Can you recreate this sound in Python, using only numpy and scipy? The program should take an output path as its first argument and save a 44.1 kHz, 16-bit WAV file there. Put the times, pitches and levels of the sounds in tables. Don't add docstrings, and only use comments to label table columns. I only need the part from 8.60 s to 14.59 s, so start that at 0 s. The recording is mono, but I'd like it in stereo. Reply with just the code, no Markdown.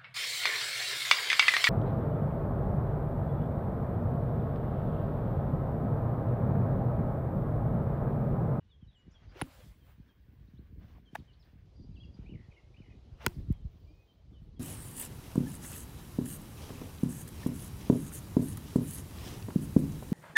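import sys
import numpy as np
from scipy import signal
from scipy.fft import rfft, irfft, next_fast_len
from scipy.io import wavfile
from scipy.ndimage import uniform_filter1d, map_coordinates

SR = 44100
rng = np.random.default_rng(int(sys.argv[2]) if len(sys.argv) > 2 else 0)


def master(y):
    cut = np.clip(np.atleast_2d(y).T, -1, 1)
    pcm = np.round(cut * 32767)
    wavfile.write(sys.argv[1], SR, pcm.astype(np.int16))


def makeup_ratio(level_db):
    decades = np.asarray(level_db, float) / 20
    return 10 ** decades


N = 264375


def unit(x):
    return x / np.sqrt(np.mean(x ** 2) + 1e-20)


def along(points, hz):
    f, level_db = np.transpose(points)
    return makeup_ratio(np.interp(np.log(hz + 1), np.log(f + 1), level_db, left=-120, right=-120))


def wobble(rate):
    knots = rng.standard_normal(int(N * 100 / SR) + 4)
    return map_coordinates(knots, [np.arange(N) * min(rate, 100) / SR])


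def filtered(x, response):
    m = next_fast_len(N + SR // 2)
    return irfft(rfft(x, m) * response(np.fft.rfftfreq(m, 1 / SR)), m)[..., :N]


def grainy(points, spread_db, channels=2):
    raw = rng.standard_normal((channels, N)) * makeup_ratio(spread_db * rng.standard_normal(N))
    return unit(filtered(raw, lambda hz: along(points, hz)))


def add(track, s, piece):
    part = track[round(s * SR):][:len(piece)]
    part += piece[:len(part)]


def trees():
    # (frequency [Hz], level [dB per Hz])
    sand_pit = [(150, -29), (250, -2), (455, -2.5), (619, -13), (1200, -13), (1300, -22.5), (1510, -10),
                (3230, -18.5), (6080, -39), (8000, -38), (12000, -38.5), (15600, -67.5), (22000, -120)]
    open_grass = [(150, -37), (250, -13), (363, -1), (600, -7.5), (740, -9.5), (1640, -22.5), (3080, -19.5),
                  (4770, -23), (6590, -30), (7880, -39), (12000, -42), (15600, -66.5), (22000, -120)]
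    at_sand = np.arange(N) < 3.058 * SR
    hiss = np.where(at_sand, makeup_ratio(-2.0) * grainy(sand_pit, 1.5), makeup_ratio(0.5) * grainy(open_grass, 0.55))
    breath_db = 1.2 * wobble(0.8) + 0.55 * wobble(3.2) + 0.8 * wobble(9.2)
    return makeup_ratio(-74.5 + breath_db) * hiss


def wind():
    # (time [s], strength [dB])
    breeze = [(0, -61), (.3, -60.5), (.6, -55.5), (0.781, -54.5), (0.919, -61.5), (1.03, -50.5), (1.3, -56),
              (1.7, -55.5), (1.97, -47.5), (2.55, -51.5), (2.77, -57.5), (3.0, -54.5), (3.5, -44),
              (3.95, -53), (4.4, -52.5), (4.62, -49.5), (5.1, -48), (5.5, -55.5)]
    # (time [s], half width [s], rise [dB], extra rise of the small eddies [dB])
    gusts = [(3.66, .05, 6, -1), (3.745, .05, 7, 11), (4.0, .12, -3, -11), (4.79, .035, 11, -4),
             (4.88, .025, 9, -5), (5.05, .1, 0.5, -7), (5.95, .25, 8, -2), (1.16, .06, -1, -5),
             (4.33, .05, 3, 4), (3.21, .03, 4, 4), (2.9, .07, 0, 2), (1.21, .03, 5, 2), (.67, .03, 4, 0),
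             (5.42, .12, -1, -4)]
    # (time [s], peak [dB], width [ms])
    kicks = [(0.224, -43.5, 1.63), (0.259, -47.5, 2.5), (0.279, -54, 1.7), (0.466, -50.5, 1.6),
             (0.478, -46.5, 1.14), (1.378, -50, 1.65), (1.397, -44, 1.53), (1.991, -43.5, 1.2),
             (2.124, -44.5, 1.67), (2.242, -45.5, 1.8), (2.53, -44.5, 1.07), (2.585, -43, 1.28),
             (3.287, -41.5, 1.8), (3.693, -43.5, 1.05), (3.746, -37, 2.2), (3.882, -44.5, 1.9),
             (4.201, -44.5, 1.13), (4.515, -39, 3.2), (4.764, -35, 1.65), (4.779, -37, 1.56),
             (4.789, -32, 5.1), (4.81, -38.5, 4.5), (4.88, -30, 2.7), (4.9010, -20, 1.485),
             (5.045, -29.5, 2.48), (5.817, -43.5, 2.06)]
    flicks = [(0.989, -56.5, 1.35), (1.062, -49, 1.44), (1.198, -66, 1.3), (1.682, -53.5, 1.35),
              (1.804, -50, 1.6), (1.883, -50, 1.45), (1.935, -46, 1.46), (2.176, -52, 1.23),
              (2.298, -52.5, 1.17), (2.599, -44, 1.12), (2.619, -51, 1.4), (2.93, -53, 1.3),
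              (2.953, -53, 1.34), (3.196, -42, 1.6), (3.383, -46.5, 1.32), (3.448, -48.5, 1.44),
              (3.496, -54, 1.4), (3.544, -51, 1.5), (3.588, -40, 1.24), (3.72, -41, 1.3),
              (4.031, -54, 1.75), (4.178, -52, 1.53), (4.283, -51, 1.25), (4.386, -56, 1.5),
              (4.844, -43.5, 1.33), (5.24, -57, 2)]
    # (frequency [Hz], level [dB])
    slow_eddies = [(20, -27), (40, 0.5), (65, 0), (110, -8), (170, -16.5), (260, -40.5)]
    small_eddies = [(80, -33), (140, -9), (200, -1), (300, -8.5), (430, -16.5), (650, -32), (1000, -68.5)]

    strength_db = np.interp(np.arange(N) / SR, *np.transpose(breeze))
    mean_db = strength_db.mean()
    small_db = -68.5
    for s, width, db, extra_db in gusts:
        bump = np.exp(-((np.arange(N) / SR - s) / width) ** 2)
        strength_db = strength_db + db * bump
        small_db = small_db + extra_db * bump

    lumps = wobble(13)
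    slow = unit(makeup_ratio(3.1 * lumps) * grainy(slow_eddies, 9, channels=1)[0])
    small = unit(makeup_ratio(1.8 * lumps + 4.4 * wobble(40)) * grainy(small_eddies, 9, channels=1)[0])
    small_gain = makeup_ratio(small_db + 1.217 * (strength_db - mean_db))
    x = makeup_ratio(strength_db) * slow + small_gain * small

    t = np.arange(-600, 600) / SR
    for s, db, width_ms in list(kicks) + list(flicks):
        pulse = np.exp(-(t / (width_ms / 1000)) ** 2)
        add(x, s - 600 / SR, makeup_ratio(db + 9.0) * pulse)
    return x


def whistle(hz, gain):
    phase = 2 * np.pi * np.cumsum(hz) / SR
    return np.sqrt(2) * gain * signal.windows.tukey(len(hz), .6) * np.sin(phase)


def warbler_notes(x):
    # (time [s], length [s], start pitch [Hz], held pitch [Hz], level [dB])
    warbles = [(0.102, 0.062, 3763, 3250, -74.5), (0.331, 0.12, 3720, 2907, -72.5),
               (0.528, 0.12, 3700, 3239, -72), (0.991, 0.07, 3646, 3245, -76),
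               (1.467, 0.16, 3507, 3215, -78), (2.449, 0.06, 3352, 3090, -74),
               (2.674, 0.033, 3220, 2850, -71.5), (4.923, 0.08, 3440, 3165, -78.5),
               (5.471, 0.068, 3190, 3110, -78), (5.726, 0.096, 3500, 2990, -74.5),
               (5.956, 0.044, 3400, 3150, -77)]
    slide_s, fade_db_per_s = .036, 89.5
    for s, length, from_hz, held_hz, db in warbles:
        t = np.arange(0, length, 1 / SR)
        left = np.clip(1 - t / slide_s, 0, 1)
        fade_db = fade_db_per_s * np.maximum(t - slide_s, 0)
        add(x, s, whistle(held_hz + (from_hz - held_hz) * left, makeup_ratio(db - fade_db)))


def thrush_notes(x):
    # (time [s], length [s], start pitch [Hz], middle pitch [Hz], end pitch [Hz])
    arches = [(3.351, 0.036, 3920, 2790, 2820), (3.394, 0.043, 2934, 3340, 2940),
              (3.428, 0.026, 3030, 2800, 2680), (3.655, 0.025, 2160, 2470, 2750),
              (3.68, 0.027, 2014, 2860, 3030), (3.697, 0.033, 3030, 2870, 2620),
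              (3.912, 0.019, 2610, 2390, 1910), (3.958, 0.046, 1770, 2185, 1650),
              (4.139, 0.014, 2150, 2430, 2800), (4.161, 0.019, 1940, 2804, 2970),
              (4.183, 0.019, 3030, 3010, 2860)]
    for s, length, from_hz, mid_hz, to_hz in arches:
        u = np.linspace(-1, 1, round(length * SR))
        slope = (to_hz - from_hz) / 2
        bend = (to_hz + from_hz) / 2 - mid_hz
        add(x, s, whistle(mid_hz + slope * u + bend * u ** 2, makeup_ratio(-68.5 + 0.5 * u ** 2)))


def trill_notes(x):
    # (time [s], notes [count], spacing [s], first top [Hz], last top [Hz], fall [ratio], level [dB])
    trains = [
        (3.732, 7, .0192, 2750, 2250, .76, -68),
        (4.216, 6, .0205, 2700, 2300, .78, -70),
        (3.945, 4, .016, 3200, 2900, .88, -75),
    ]
    for s, notes, spacing, first_hz, last_hz, fall, db in trains:
        for k in range(int(notes)):
            top_hz = last_hz + (first_hz - last_hz) * .3 ** k
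            hz = top_hz * np.linspace(1, fall, round(.65 * spacing * SR))
            add(x, s + k * spacing, whistle(hz, makeup_ratio(db - .5 * k)))


def far_glides(x):
    # (time [s], length [s], start pitch [Hz], end pitch [Hz], level [dB])
    sweeps = [(.35, .07, 7800, 6700, -90), (.505, .02, 5000, 7800, -82), (.515, .025, 4700, 6000, -80),
              (.533, .017, 4900, 6100, -81), (1.87, .02, 3300, 4500, -82), (1.965, .03, 3000, 4500, -82),
              (2.583, .022, 5300, 2900, -75), (2.729, .015, 4800, 2700, -75), (2.738, .01, 5000, 3700, -79),
              (2.7, .03, 2750, 3050, -79), (2.79, .035, 5600, 4700, -76), (2.52, .025, 2900, 3300, -80),
              (2.822, .015, 4900, 2800, -72), (3.342, .012, 4900, 4000, -80),
              (3.325, .025, 3600, 4300, -83), (4.29, .05, 2600, 2400, -76), (4.23, .05, 3000, 2850, -79),
              (3.73, .03, 2800, 3000, -79), (.205, .06, 3350, 2850, -80), (.27, .045, 3960, 3680, -77),
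              (.308, .014, 3700, 3200, -78), (.326, .014, 3250, 3750, -79), (0, .03, 2900, 2950, -84),
              (.075, .05, 2950, 2950, -86), (.085, .03, 3850, 3750, -86), (3.905, .03, 3150, 3200, -83),
              (3.82, .05, 3250, 3500, -86), (3.36, .05, 3700, 4200, -85), (1.2, .07, 3315, 2900, -81),
              (4.487, .016, 3450, 3150, -82), (3.44, .065, 3250, 3340, -80), (5.26, .07, 2330, 2460, -82),
              (5.31, .16, 2490, 2510, -80), (5.57, .05, 3100, 3050, -87), (5.71, .08, 3550, 3500, -87),
              (5.92, .03, 4300, 3800, -85)]
    for s, length, from_hz, to_hz, db in sweeps:
        add(x, s, whistle(np.linspace(from_hz, to_hz, round(length * SR)), makeup_ratio(db)))


def chatter(x):
    # (time [s], length [s], level [dB])
    calls = [
        (3.12, .17, -77),
        (3.515, .07, -80),
        (3.2, .4, -85),
        (5.17, .2, -87),
        (2.82, .06, -84),
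        (.66, .08, -84),
        (1.86, .07, -94),
    ]
    band = [(3700, -28), (4400, -7.5), (4800, 7), (5200, -15), (5900, -14.5)]  # ([Hz], [dB])
    buzz = grainy(band, 3, channels=1)[0] * makeup_ratio(4.5 * wobble(70))
    for s, length, db in calls:
        n = round(length * SR)
        add(x, s, makeup_ratio(db) * np.hanning(n) * buzz[round(s * SR):][:n])


def birds():
    x = np.zeros(N)
    for sing in (warbler_notes, thrush_notes, trill_notes, far_glides, chatter):
        sing(x)
    t = np.arange(SR // 3) / SR
    decay = makeup_ratio(-60 * t / 0.13) + makeup_ratio(-3 - 60 * t / .55)
    tail = rng.standard_normal((2, len(t))) * decay
    wet = signal.fftconvolve(x[None], tail / np.linalg.norm(tail[0]), axes=1)[:, :N]
    direct = x * makeup_ratio(1.2 + 1.8 * wobble(45))
    return direct * [[1], [.6]] + makeup_ratio(-3.5) * wet


def swell(s, rise, hold, fall, db):
    times = np.cumsum([s - abs(rise), abs(rise), abs(hold), abs(fall)])
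    levels = [db - 40, db, db, db - 40]
    return makeup_ratio(np.interp(np.arange(N) / SR, times, levels, left=-200, right=-200))


def shares(levels_db):
    return makeup_ratio(np.array(levels_db, float))[:, None]


def swings():
    # (time of full speed [s], rise [s], hold [s], level [dB])
    strokes = [
        (0.637, 0.58, 0.089, -74.5),
        (0.773, 0.13, 0.047, -59.5),
        (4.614, 0.047, 0.043, -58),
    ]
    mix = shares([0, -10.5, -36, -38])
    return sum(mix * swell(s, rise, hold, 0.036, db) for s, rise, hold, db in strokes)


def scuffs():
    # (time [s], hold [s], level [dB], grit [dB])
    rubs = [(0.532, 0.015, -102, -25), (1.267, 0.057, -73.5, -14.5), (1.463, 0.037, -80.5, -34.5),
            (1.694, 0.37, -92, -24), (2.66, 0.32, -87.5, -26), (4.046, 0.34, -98, -30),
            (2.228, 0.14, -75.5, -23), (2.827, 0.06, -85.5, -15), (3.074, .04, -94, -25.5),
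            (3.573, 0.058, -78.5, -34), (4.47, 0.062, -87.5, -25), (4.909, 0.028, -78.5, -18),
            (5.13, 0.081, -92, -12), (5.714, 0.023, -94, -9), (5.83, 0.027, -100, 4)]
    gains = 0
    for s, hold, db, grit_db in rubs:
        gains = gains + shares([0, -10.5, grit_db, grit_db + 4]) * swell(s, 0.095, hold, 0.11, db)
    return gains


def sprays():
    # (time [s], hold [s], fall [s], level [dB], grit [dB])
    throws = [
        (0.805, 0.17, 0.4, -69, -5),
        (1.039, 0.04, 0.22, -81, 2),
        (2.558, 0.023, 0.2, -73.5, -11.5),
        (4.646, 0.058, 0.38, -68, -6),
    ]
    gains = 0
    for s, hold, fall, db, grit_db in throws:
        gains = gains + shares([0, -3, grit_db, grit_db - 1.1]) * swell(s, .12, hold, fall, db)
    return gains


def clouds():
    # (time [s], hold [s], level [dB])
    drifts = [
        (1.152, 1.24, -88.5),
        (2.864, 0.13, -93),
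        (5.12, 0.43, -92),
    ]
    mix = shares([-np.inf, -np.inf, -13, 0])
    return sum(mix * swell(s, .3, hold, .3, db) for s, hold, db in drifts)


def motion():
    # (swish [dB], rustle [dB], grit [dB], dust [dB])
    at_rest = (-90.5, -89.5, -105, -117)
    # (frequency [Hz], level [dB])
    swish_band = [(300, -34), (500, 3), (1000, -1.5), (2000, -3.5), (3000, -7), (4200, -24.5)]
    rustle_band = [(2200, -20), (3200, 1.5), (4500, -0.5), (6200, -5.5), (7500, -17)]
    grit_band = [(5500, -16), (7200, -1), (10500, -2), (12000, -1), (13500, -26.5)]
    dust_band = [(10500, -28.5), (12500, -10), (13800, -4.5), (14800, 0.5), (15700, 1.5)]

    gains = shares(at_rest) * np.ones(N) + swings() + scuffs() + sprays() + clouds()
    swish, rustle, grit, dust = gains
    x = swish * makeup_ratio(3.0 + 1.6 * wobble(30)) * grainy(swish_band, 4) * makeup_ratio([[0], [-3]])
    x = x + rustle * makeup_ratio(-0.1 + 1.4 * wobble(40)) * grainy(rustle_band, 2)
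    x = x + grit * makeup_ratio(0.5 * wobble(60)) * grainy(grit_band, 2.5)
    return x + dust * makeup_ratio(1.5 * wobble(60)) * grainy(dust_band, 4.4)


def club():
    # (time [s], level [dB], ring [Hz], t60 [s], crack [dB])
    blows = [(0.8141, -13.5, 1570, 0.0023, -44), (0.8140, -29.5, 3940, 0.0021, -51),
             (0.8166, -23, 840, 0.012, -44), (0.8177, -31, 2000, .006, -48),
             (0.8198, -29, 2700, 0.005, -48), (.8218, -33, 1618, 0.002, -66.5),
             (2.5510, -44, 2140, 0.01, -52), (2.55, -40, 1250, 0.0055, -58),
             (2.5539, -29.5, 1650, 0.01, -52), (2.5530, -28, 840, 0.016, -46),
             (2.5539, -32, 670, .016, -62), (2.5543, -35, 2500, 0.0066, -44),
             (2.5560, -44, 3660, .012, -53), (2.558, -29, 1720, 0.0079, -48),
             (2.5575, -50, 6040, 0.0073, -67), (2.5601, -34.5, 944, 0.0058, -51),
             (4.6638, -17, 1870, .004, -30), (4.6645, -24, 3270, 0.0057, -33.5),
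             (4.6651, -18.5, 1467, 0.011, -40), (4.6657, -23, 965, 0.013, -35),
             (4.6674, -22, 2600, 0.006, -31), (4.682, -46.5, 5600, 0.0045, -49.5),
             (4.9130, -73, 3000, 0.0019, -63), (4.9210, -60, 3000, 0.0049, -63),
             (4.926, -59, 3300, 0.0042, -51.5), (2.382, -53, 743, 0.014, -77),
             (4.6657, -34, 6950, .004, -33), (4.6640, -30, 4160, 0.0092, -49.5),
             (4.6636, -19, 15300, .0015, -39.5), (4.6626, -33, 1500, 0.0033, -52)]
    # (time [s], level [dB], frequency [Hz], t60 [s])
    head_modes = [
        (0.8139, -32.5, 10110, .0115),
        (.8171, -22.5, 10440, 0.0105),
        (4.6801, -50.5, 5810, 0.0105),
    ]
    # (time [s], level [dB], frequency [Hz], t60 [s])
    thuds = [(.8141, -20, 300, 0.025), (.8152, -28, 420, .022), (1.49, -66, 1620, .07),
             (.8151, -21.5, 158, 0.034), (.757, -45.5, 381, 0.09), (0.795, -51, 540, 0.079),
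             (.836, -43.5, 261, 0.17), (0.862, -46.5, 300, 0.067), (0.75, -51, 331, 0.046),
             (4.6641, -20, 360, 0.026), (4.6641, -18, 201, 0.022), (4.6661, -24, 170, 0.049),
             (4.642, -42.5, 480, 0.06), (4.1, -52.5, 360, .051), (4.688, -49, 351, 0.18),
             (5.3, -52.5, 310, .12), (1, -57, 500, 0.072)]
    # (time [s], peak [dB], width [ms])
    snaps = [
        (4.66388, -9, .014),
        (4.66449, -6, .012),
    ]
    # (time [s], peak [dB], width [ms])
    pushes = [
        (4.6655, -25, 1.1),
        (.8165, -36, 1.2),
    ]

    x, t = np.zeros(N), np.arange(5000) / SR
    for s, db, hz, t60, crack_db in blows:
        build_up = 1 - np.exp(-t * hz / 0.27)
        ring = makeup_ratio(db + 2.0 - 60 * t / t60) * build_up * np.sin(2 * np.pi * hz * t)
        snap = makeup_ratio(crack_db - 60 * t / .004)
        flying_bits = makeup_ratio(crack_db - 17 - 60 * t / .025)
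        add(x, s, ring + (snap + flying_bits) * rng.standard_normal(len(t)))
    for s, db, width_ms in list(snaps) + list(pushes):
        pulse = np.exp(-((t[:600] - 300 / SR) / (width_ms / 1000)) ** 2)
        add(x, s - 300 / SR, makeup_ratio(db) * pulse)
    for s, db, hz, t60 in list(head_modes) + list(thuds):
        decay = makeup_ratio(db - 60 * t / t60) * (1 - np.exp(-t / .0012))
        add(x, s, decay * np.sin(2 * np.pi * hz * t))
    return x


def patchy(x, depth_db):
    z = signal.stft(x, nperseg=512)[2]
    field = uniform_filter1d(rng.standard_normal(z.shape[1:]), size=4, axis=0)
    field = uniform_filter1d(field, size=8, axis=1)
    return signal.istft(z * makeup_ratio(depth_db * unit(field) - .3), nperseg=512)[1][:, :N]


def scene():
    # (frequency [Hz], level [dB])
    diffuse_side = [(150, -55.5), (250, -25.5), (400, -7.5), (700, 6), (1300, 3.5), (2400, -4), (5000, 0.5),
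                    (10500, 0.5), (11500, -20), (16000, -26.5)]
    # (frequency [Hz], level [dB])
    player_side = [(100, -34.5), (200, -23.5), (350, -10), (800, -13.5), (2000, -19.5), (4000, -27.5),
                   (8000, -35.5)]
    player_quadrature = [(300, -30.5), (600, -11), (1200, -8), (2500, -12), (4500, -9), (9000, 1),
                         (13000, -10.5), (15000, -23)]

    hits = club()
    mid, side = patchy(trees() + motion(), depth_db=1.6) + birds()
    side = filtered(side, lambda hz: along(diffuse_side, hz))
    side = side + filtered(hits, lambda hz: along(player_side, hz) + 1j * along(player_quadrature, hz))
    mid = mid + hits + wind()
    return np.array([mid + side, mid - side])


def top_cut(x):
    return signal.sosfilt(signal.butter(12, 17070, fs=SR, output="sos"), x)


def record(dry):
    def response(hz):
        bass_cut = (1j * hz / (45 + 1j * hz)) ** 2
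        lag = np.exp(-2j * np.pi * 1.6 * np.log((hz + 25.5) / (hz + 601)))
        return bass_cut * lag / (1 + (hz / 16000) ** 60)
    return top_cut(filtered(dry, response))


dry = scene()
out = record(dry)
master(out)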